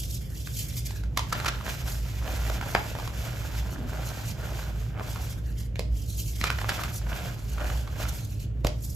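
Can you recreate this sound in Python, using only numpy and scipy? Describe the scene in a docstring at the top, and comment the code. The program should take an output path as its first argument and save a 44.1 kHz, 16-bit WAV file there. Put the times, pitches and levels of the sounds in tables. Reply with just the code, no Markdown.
"""Crushing gym chalk by hand

Hands snap slabs of pressed gym chalk and crush them over a tub of powder, close to a phone in a small room.
Breaks are bursts of tiny fractures that ring damped modes; crumbs knock dully in the fist, powder hisses
as dense grains, and rasping skin rings the hollow under the hand.
A machine somewhere in the building hums as two wavering tones over a rumble of filtered noise."""
import sys
import numpy as np
from scipy import signal
from scipy.fft import rfft, irfft, next_fast_len
from scipy.io import wavfile
from scipy.ndimage import uniform_filter1d

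SR = 44100
rng = np.random.default_rng(int(sys.argv[2]) if len(sys.argv) > 2 else 0)


def inscribe(sig):
    """Save sig as 16-bit PCM at rate SR to the path in sys.argv[1].

    A 1-D sig is mono; a 2-D sig holds one channel per row.
    Samples are clipped to [-1, 1] before scaling.
    """
    pcm = np.round(np.clip(np.atleast_2d(sig).T, -1, 1) * 32767)
    wavfile.write(sys.argv[1], SR, pcm.astype(np.int16))


N = 394694
TIME = np.arange(N) / SR
SIZE = 2 * next_fast_len((N + SR) // 2)  # padded so that tails do not wrap round
FREQ = np.maximum(np.fft.rfftfreq(SIZE, 1 / SR), 1)


def undb(db):
    """Decibels to gain."""
    return 10 ** (np.asarray(db) / 20)


def unit(x):
    """Scale to rms 1."""
    return x / np.sqrt(np.mean(x ** 2))


def response(points):
    """Gain over frequency from (Hz, dB) points, joined along log frequency."""
    hz, db = np.transpose(points)
    return undb(np.interp(np.log(FREQ), np.log(hz), db))


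def shape(x, gain):
    """Filter by a gain over frequency."""
    return irfft(rfft(x, SIZE) * gain)[..., :N]


def causal(points, size=512):
    """Minimum-phase filter with a given spectrum and unit energy, made by folding the cepstrum."""
    cepstrum = irfft(np.log(response(points)))[:size]
    cepstrum[1:] *= 2
    impulse = irfft(np.exp(rfft(cepstrum, 2 * size)))[:size]
    return rfft(impulse / np.linalg.norm(impulse), SIZE)


def colour(x, points):
    """Give a sound a spectrum, at rms 1."""
    return unit(shape(x, causal(points)))


def walk(rate):
    """Smooth random drift of rms 1, heading for a new value `rate` times per second."""
    k = int(SR / rate)
    steps = np.repeat(rng.standard_normal(N // k + 1), k)
    return unit(uniform_filter1d(steps, k)[:N])


def ring(push, hz, t60):
    """One damped resonance, falling 60 dB in t60 seconds."""
    pole = np.exp((2j * np.pi * hz - np.log(1000) / t60) / SR)
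    return signal.lfilter([1], [1, -pole], push).imag


def blow(x, db):
    """Scale a short sound to a level taken over 5 ms."""
    return unit(x) * undb(db) * np.sqrt(.005 * SR / x.shape[-1])


def add(track, s, x):
    """Mix a short sound in at a time."""
    i = int(s * SR)
    track[..., i:i + x.shape[-1]] += x[..., :N - i]


def scatter(clicks, width=0.35):
    """Every click comes from its own place between the hands."""
    pan = width * rng.standard_normal(len(clicks))
    return clicks * np.array([1 + pan, 1 - pan])


def grains(rate, spread_db):
    """Random tiny fractures in stereo, `rate` per second: many weak ones and a few strong."""
    size = undb(spread_db * np.minimum(rng.standard_normal(N), 2))
    happens = rng.random(N) < rate / SR
    return scatter(happens * size * rng.choice([-1, 1], N))


def bell(t, length):
    """Gain of a sliding movement around its middle: it speeds up and slows down."""
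    edge = 5.2  # how steeply it dies away on either side
    return (1 + (2 * t / length) ** 2 / edge) ** (-edge / 2)


def diffuse(wide_hz):
    """Stereo noise that is alike on both sides in the bass and unrelated in the treble."""
    mid, side = rng.standard_normal((2, N))
    return mid + shape(side, FREQ / np.hypot(FREQ, wide_hz)) * np.array([[1], [-1]])


def hum():
    """Two low tones of the distant machine, each drifting in pitch and wavering in level."""
    # Each row: pitch in Hz, pitch wander in Hz, level in dB, waver in dB, wavers per second.
    tones = [(57.63, 2.263, -34.5, 4.5, 8.7), (110, 5.23, -37.5, 2, 10)]
    out = 0
    for hz, wander_hz, db, waver_db, rate in tones:
        phase = 2 * np.pi * np.cumsum(hz + wander_hz * walk(12)) / SR
        out = out + np.sin(phase) * undb(db + waver_db * walk(rate))
    return out


def rumble():
    """Steady low rumble of the building with a trace of hiss: filtered stereo noise."""
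    # Spectrum of the rumble. Each row: frequency in Hz, relative level in dB per Hz.
    spectrum = [(20, -61), (45, 0), (70, 4), (90, -6.5), (125, 0), (220, -16), (600, -29), (1000, -45),
                (3000, -47), (15000, -124)]
    return unit(shape(diffuse(wide_hz=455), response(spectrum))) * undb(-35.5)


def bounce(x):
    """The tub reflects the treble; the path changes as the hands move, so fine ripples glide through the sound."""
    delay_s, sway_s, echo_db, above_hz = .0022, .0003, -6, 4500
    late = TIME - delay_s - sway_s * walk(5)
    treble = signal.lfilter(*signal.butter(2, above_hz, "high", fs=SR), x)
    echo = np.array([np.interp(late, TIME, side) for side in treble])
    return (x + undb(echo_db) * echo) / np.hypot(1, undb(echo_db))


def rub(glide_per_s=.5, cycles=14, size=16384):
    """Skin catches and slips: a fine rasp rings the hollow under the hand, which opens or closes during each stroke."""
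    # Dry skin slides over a slab or over chalky skin. Each row: middle in seconds, length in seconds,
    # level in dB, pitch of the hollow under the hand in Hz.
    strokes = [(0.014, 0.05, -36.5, 3500), (0.134, 0.051, -36, 3640), (0.24, 0.06, -46.5, 2300),
               (0.327, 0.051, -52, 1860), (0.39, 0.053, -45.5, 3300), (0.505, 0.085, -44.5, 3540),
               (0.594, 0.039, -31, 3400), (0.66, 0.15, -43, 2250), (0.779, 0.027, -34.5, 2500),
               (0.866, 0.015, -34.5, 2420), (0.942, 0.087, -48, 1680), (1.92, 0.093, -40, 5100),
               (2.707, 0.039, -40.5, 4500), (3.723, 0.034, -43.5, 3000), (4.079, 0.029, -37.5, 3000),
               (4.283, 0.042, -38.5, 3000), (5.115, 0.037, -40.5, 3400), (5.24, 0.047, -41.5, 2720),
               (5.313, 0.033, -45, 2300), (5.38, 0.025, -53, 1520), (5.491, 0.05, -52, 1830),
               (5.605, 0.037, -43.5, 2100), (5.661, 0.012, -49, 2050), (5.999, 0.069, -45.5, 3200),
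               (6.113, 0.045, -40.5, 4500), (6.198, 0.039, -34.5, 3200), (6.285, 0.043, -36.5, 3180),
               (6.385, 0.05, -40.5, 2330), (6.959, 0.029, -34.5, 4800), (7.42, 0.078, -56, 4500),
               (7.517, 0.036, -45.5, 3000), (7.72, 0.16, -45.5, 2960), (8.091, 0.0099, -33.5, 4550),
               (8.152, 0.033, -40, 2400), (8.226, 0.063, -47.5, 4460), (8.327, 0.036, -45, 2800),
               (8.421, 0.031, -44, 2980), (8.845, 0.023, -42, 5450), (8.929, 0.13, -44, 5450)]
    # Spectrum of the rasp. Each row: frequency in Hz, relative level in dB per Hz.
    spectrum = [(1000, -20), (2200, 2.5), (4000, 0.5), (5800, 3.5), (15500, 0)]
    # Resonances between hand and slab. Each row: multiple of the hollow's pitch, relative level in dB.
    hollow_modes = [(1, 1), (1.48, -1), (2.3, -3.5)]
    # the hollow's ring grows more slowly with force than the rasp, so light strokes are duller
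    hollow_db, hollow_growth = -27, 0.59
    slips = grains(rate=13000, spread_db=2.5)
    rasp = colour(slips, spectrum)
    jerks = np.diff(slips, prepend=0)
    out = np.zeros((2, N))
    glides = glide_per_s * rng.uniform(-1, 1, len(strokes))
    for (s, length, db, hz), glide in zip(strokes, glides):
        near = slice(max(int(s * SR) - size, 0), int(s * SR) + size)
        t = TIME[near] - s
        modes = 0
        for ratio, mode_db in hollow_modes:
            mode = ring(jerks[:, near], hz * ratio, cycles / hz / ratio)
            modes = modes + undb(mode_db) * unit(mode)
        # reading the ring ever faster or slower bends its pitch
        warped = t + glide * t ** 2 / 2
        modes = np.array([np.interp(warped, t, side) for side in modes])
        # little of the rasp escapes below the hollow's pitch
        hiss = unit(signal.lfilter(*signal.butter(2, hz, "high", fs=SR), rasp[:, near]))
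        stroke = undb(db) * hiss + undb(hollow_db + hollow_growth * db) * modes
        out[:, near] += bell(t, length) * stroke
    return bounce(out) * undb(2 * walk(120))


def cracks(cycles=7.4, rough=1.0, upper_db=-5, debris_db=-10.5, grit_db=3, size=4096, count=64):
    """Tiny fractures gather, the piece breaks and knocks in the hand, then its debris crunches on."""
    # Pieces breaking and knocking. Each row: time in seconds, knock level in dB, knock pitch in Hz,
    # fracture spray level in dB, length of the break in seconds.
    breaks = [(0.472, -39.5, 1610, -41, 0.0036), (0.907, -43, 890, -41, 0.0024),
              (1.036, -44, 1310, -45.5, 0.0021), (1.173, -23, 960, -21.5, 0.0045),
              (1.192, -28.5, 970, -30, 0.0031), (1.324, -22, 1260, -26, 0.0091),
              (1.353, -40, 1640, -42, 0.0022), (1.4, -31, 1510, -36, 0.0024),
              (1.446, -30.5, 1080, -35, 0.0027), (1.457, -22.5, 1500, -28, 0.014),
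              (1.478, -24, 1400, -25, 0.012), (1.61, -37.5, 1090, -49, 0.0022),
              (1.666, -32.5, 1440, -44, 0.0014), (1.69, -33, 1520, -44, 0.009),
              (2.497, -27.5, 720, -35, 0.0047), (2.611, -30.5, 1400, -40, 0.0038),
              (2.626, -33.5, 895, -52, 0.0026), (2.749, -22.5, 2500, -36, 0.0025),
              (2.7504, -14.5, 850, -45, 0.0024), (2.951, -33, 900, -44, 0.0023),
              (2.986, -33.5, 820, -41, 0.0036), (2.998, -35, 780, -43, 0.0037),
              (3.075, -35, 1140, -38, 0.0038), (4.996, -32, 724, -50, 0.0023),
              (5.006, -31.5, 633, -60, 0.0068), (5.16, -36, 1220, -54, 0.0011),
              (5.757, -39.5, 1950, -44.5, 0.003), (5.793, -27.5, 530, -30.5, 0.0021),
              (6.413, -29, 2470, -35, 0.0023), (6.44, -21.5, 1210, -23.5, 0.002),
              (6.464, -26.5, 2210, -33, 0.02), (6.502, -22, 1440, -30.5, 0.0019),
              (6.584, -30.5, 1390, -39, 0.0081), (6.614, -32, 985, -40, 0.0056),
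              (6.644, -30, 1260, -52, 0.002), (6.687, -24.5, 1340, -27.5, 0.016),
              (6.692, -27, 1580, -28.5, .002), (6.789, -30, 1150, -47, 0.0078),
              (6.835, -33, 1210, -30, 0.0041), (7.581, -34.5, 1460, -50, 0.0028),
              (7.701, -36, 1400, -42, 0.002), (7.874, -38.5, 1190, -49, 0.0056), (8, -33, 660, -44, 0.0022),
              (8.052, -34.5, 1400, -49, 0.0051), (8.647, -20, 512, -30.5, 0.0023),
              (8.668, -31.5, 680, -27, 0.0042)]
    # Spectrum of the fracture spray. Each row: frequency in Hz, relative level in dB per Hz.
    spectrum = [(600, -26), (2000, 11.5), (5000, 9.5), (9000, 4), (15500, -2)]
    creak_db, creak_s, debris_s = -15, .004, .018
    knocks, sprays = np.zeros((2, 2, N))
    lead = size // 8  # samples of creaking ahead of the break
    t = (np.arange(size) - lead) / SR
    creak = undb(creak_db) * np.exp(-abs(t) / creak_s)
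    debris = undb(debris_db) * np.exp(-abs(t) / debris_s)
    for s, knock_db, hz, spray_db, length in breaks:
        late = np.maximum(t, 0) / length
        burst = np.pi * late * np.exp(-2 * late ** 2)
        # creak and debris come in uneven fits
        fits = np.repeat(np.minimum(rng.standard_normal(count), 2), size // count)
        skirts = np.where(t < 0, creak, debris) * undb(grit_db * fits)
        coarse, fine = (scatter(noise * (burst + skirts)) for noise in rng.standard_normal((2, size)))
        # a quick break is mostly one clean push, a slow one a ragged series
        push = rough * length / .002 * coarse / np.linalg.norm(coarse[0])
        push[:, lead + int(length * SR / 4)] += 1
        # the piece rings in a damped main mode and two weaker upper ones of alternating sign
        knock = 0
        for k, ratio in enumerate([1, 2, 3.3]):
            knock = knock + (-undb(upper_db)) ** k * ring(push, hz * ratio, cycles / hz / ratio)
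        add(knocks, s - lead / SR, blow(knock, knock_db))
        add(sprays, s - lead / SR, blow(fine, spray_db))
    return knocks + shape(sprays, causal(spectrum))


def squeeze(start, held):
    """Pressure of one squeeze: it builds, holds and dies away."""
    press_s, release_s = 0.062, 0.1  # time constants of the grip closing and of the chalk settling
    closing = np.minimum(TIME - start, 0) / press_s
    settling = np.maximum(TIME - start - held, 0) / release_s
    return np.exp(closing - settling)


def fist():
    """Crumb gain, powder gain and firmness over time: every squeeze turns crumbs into powder."""
    # The fist closes on chalk. Each row: full pressure reached in seconds, held in seconds,
    # crumb level in dB, powder level in dB.
    squeezes = [(1.19, 0.038, -57, -52), (1.35, 0.2, -45, -47.5), (1.675, 0.02, -43.5, -38.5),
                (1.86, 0.051, -46.5, -44), (2.09, 0.26, -54.5, -46), (2.268, 0.6, -41.5, -42.5),
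                (2.96, 0.098, -46.5, -45.5), (3.167, 0.4, -45, -43.5), (3.69, 0.14, -46, -55),
                (3.93, 0.18, -41, -45), (4.18, 0.035, -45.5, -42.5), (4.428, 0.23, -42, -45.5),
                (4.79, 0.053, -56.5, -50.5), (4.975, 0.036, -44.5, -55), (5.07, 0.17, -46.5, -48.5),
                (6.45, 0.15, -49.5, -46), (6.70, 0.15, -42.5, -40.5), (7.118, 0.14, -40, -41),
                (7.598, 0.13, -40.5, -47), (8.003, 0.028, -40, -39)]
    # A fresh piece goes into the fist; its hard crumbs knock higher, then soften. Times in seconds.
    fresh = [1.3, 6.4]
    firm_db_per_octave, soften_s = 6, 0.5
    crush_db = 1  # over one squeeze the crumbs lose this much and the powder gains it
    peak_bite_db, bite_s = 4, 0.037  # the first lumps give way with extra force at full pressure
    crumbs, dust = np.zeros((2, N))
    for start, held, crumbs_db, powder_db in squeezes:
        pressure = squeeze(start, held)
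        crushed_db = crush_db * (np.clip((TIME - start) / held, 0, 1) - .5)
        bite_db = peak_bite_db * (TIME > start) * np.exp(-abs(TIME - start) / bite_s)
        # overlapping squeezes add in power
        crumbs += (pressure * undb(crumbs_db + bite_db - crushed_db)) ** 2
        dust += (pressure * undb(powder_db + crushed_db)) ** 2
    freshness = sum((TIME > s) * np.exp(-abs(TIME - s) / soften_s) for s in fresh)
    return np.sqrt(crumbs), np.sqrt(dust), firm_db_per_octave * freshness


def crumble(gain, firmness, rate=105, spread_db=2.8, cycles=7.5, judder_db=2.0, count=10):
    """Crumbs of many sizes give way in fits, each with a brief knock at the pitch of its size."""
    # Spectrum of the crumbs. Each row: frequency in Hz, relative level in dB per Hz.
    spectrum = [(150, 6), (430, -2.5), (610, 4), (1130, -4.5), (1520, 0.6), (1950, -9), (3000, -10.5),
                (8000, -29.5)]
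    tilt = undb(firmness)  # gain per octave above 1 kHz
    knocks = 0
    for hz in np.geomspace(350, 4000, count):
        knock = unit(ring(grains(rate, spread_db), hz, cycles / hz))
        knocks = knocks + np.sqrt(hz) * knock * tilt ** np.log2(hz / 1000)
    return colour(knocks, spectrum) * gain * undb(judder_db * walk(90))


def powder(gain, uneven_db=2.5):
    """Fine grains shear past each other in an uneven hiss."""
    # Spectrum of the hiss. Each row: frequency in Hz, relative level in dB per Hz.
    spectrum = [(800, 0.55), (2400, 11), (4000, 6.3), (7000, 7.2), (10000, 2), (15500, 5.35)]
    hiss = colour(grains(rate=9000, spread_db=4), spectrum)
    return hiss * gain * undb(uneven_db * walk(45))


def thuds(size=8192):
    """The low bump of flesh recoiling, and the short ring of the tub below."""
    # The hands recoil when a big piece gives way or lands. Each row: time in seconds, level in dB,
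    # pitch in Hz, 60 dB decay in seconds.
    recoils = [(2.751, -32, 202, 0.12), (5.793, -29, 168, 0.041), (6.414, -30.5, 211, 0.023),
               (8.649, -17.5, 160, 0.015)]
    tub_hz, tub_t60_s, tub_db = [533, 600, 670], 0.25, -11  # tub level is against the bump
    out, push = np.zeros(N), signal.unit_impulse(size)
    tub = sum(ring(push, hz, tub_t60_s) for hz in tub_hz)
    for s, db, hz, t60 in recoils:
        bump = blow(ring(push, hz, t60), db)
        add(out, s, bump + blow(tub, db + tub_db))
    return out


def palms(hz=260):
    """Muffled shuffle of flesh pressing into powder: noise through one broad low resonance."""
    # Palms press into the heap. Each row: middle in seconds, length in seconds, level in dB.
    presses = [(3.81, 0.11, -39)]
    shuffle = unit(ring(rng.standard_normal(N), hz, 4 / hz))
    return shuffle * sum(undb(db) * bell(TIME - s, length) for s, length, db in presses)


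def room(x, t60=0.33, wet_db=-6.5, dull_hz=7000, gap=0.0053):
    """Near walls answer after a few milliseconds with a short, duller tail of decaying noise."""
    fade_in = np.clip(TIME / gap - 1, 0, 1)  # silent for one gap (s), full after two
    tail = diffuse(wide_hz=150) * undb(-60 * TIME / t60) * fade_in
    tail /= np.linalg.norm(tail, axis=1, keepdims=True)
    dull = np.hypot(1, (FREQ / dull_hz) ** 2)
    return x + undb(wet_db) * shape(x, rfft(tail, SIZE) / dull)


def scene(loose_db=-68):
    """Chalk and hands in the room, over the hum; a few loose crumbs keep shifting between squeezes."""
    crumbs, dust, firmness = fist()
    loose = undb(loose_db)
    chalk = rub() + cracks() + thuds() + palms()
    chalk = chalk + crumble(np.hypot(crumbs, loose), firmness) + powder(np.hypot(dust, loose))
    return room(chalk) + hum() + rumble()


def record(dry):
    """The phone's stereo narrows in the treble, its two ports differ in level and phase, and the top is cut steeply."""
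    # Phase of the right port against the left. Each row: frequency in Hz, lag in radians.
    port_lag = [(1200, 0), (2500, -1.4), (6800, .3), (9200, 3.14), (11800, 6.2), (13000, 6.4), (15300, 9.4)]
    # Level of the ports. Each row: frequency in Hz, left minus right in dB.
    port_balance = [(200, -1.5), (700, 0), (2400, -3), (4400, -4.5), (7500, 0)]
    top_hz = 15750
    mid = dry.mean(axis=0)
    stereo = mid + shape(dry - mid, 1 / np.hypot(1, (FREQ / 7500) ** 2.5))
    tilt = np.sqrt(response(port_balance))  # each port takes half of the difference
    lag = np.exp(-1j * np.interp(FREQ, *np.transpose(port_lag)))
    top = np.clip((top_hz - FREQ) / 150 + .5, 0, 1)
    return shape(stereo, np.array([tilt, lag / tilt]) * top)


dry = scene()
out = record(dry)
inscribe(out)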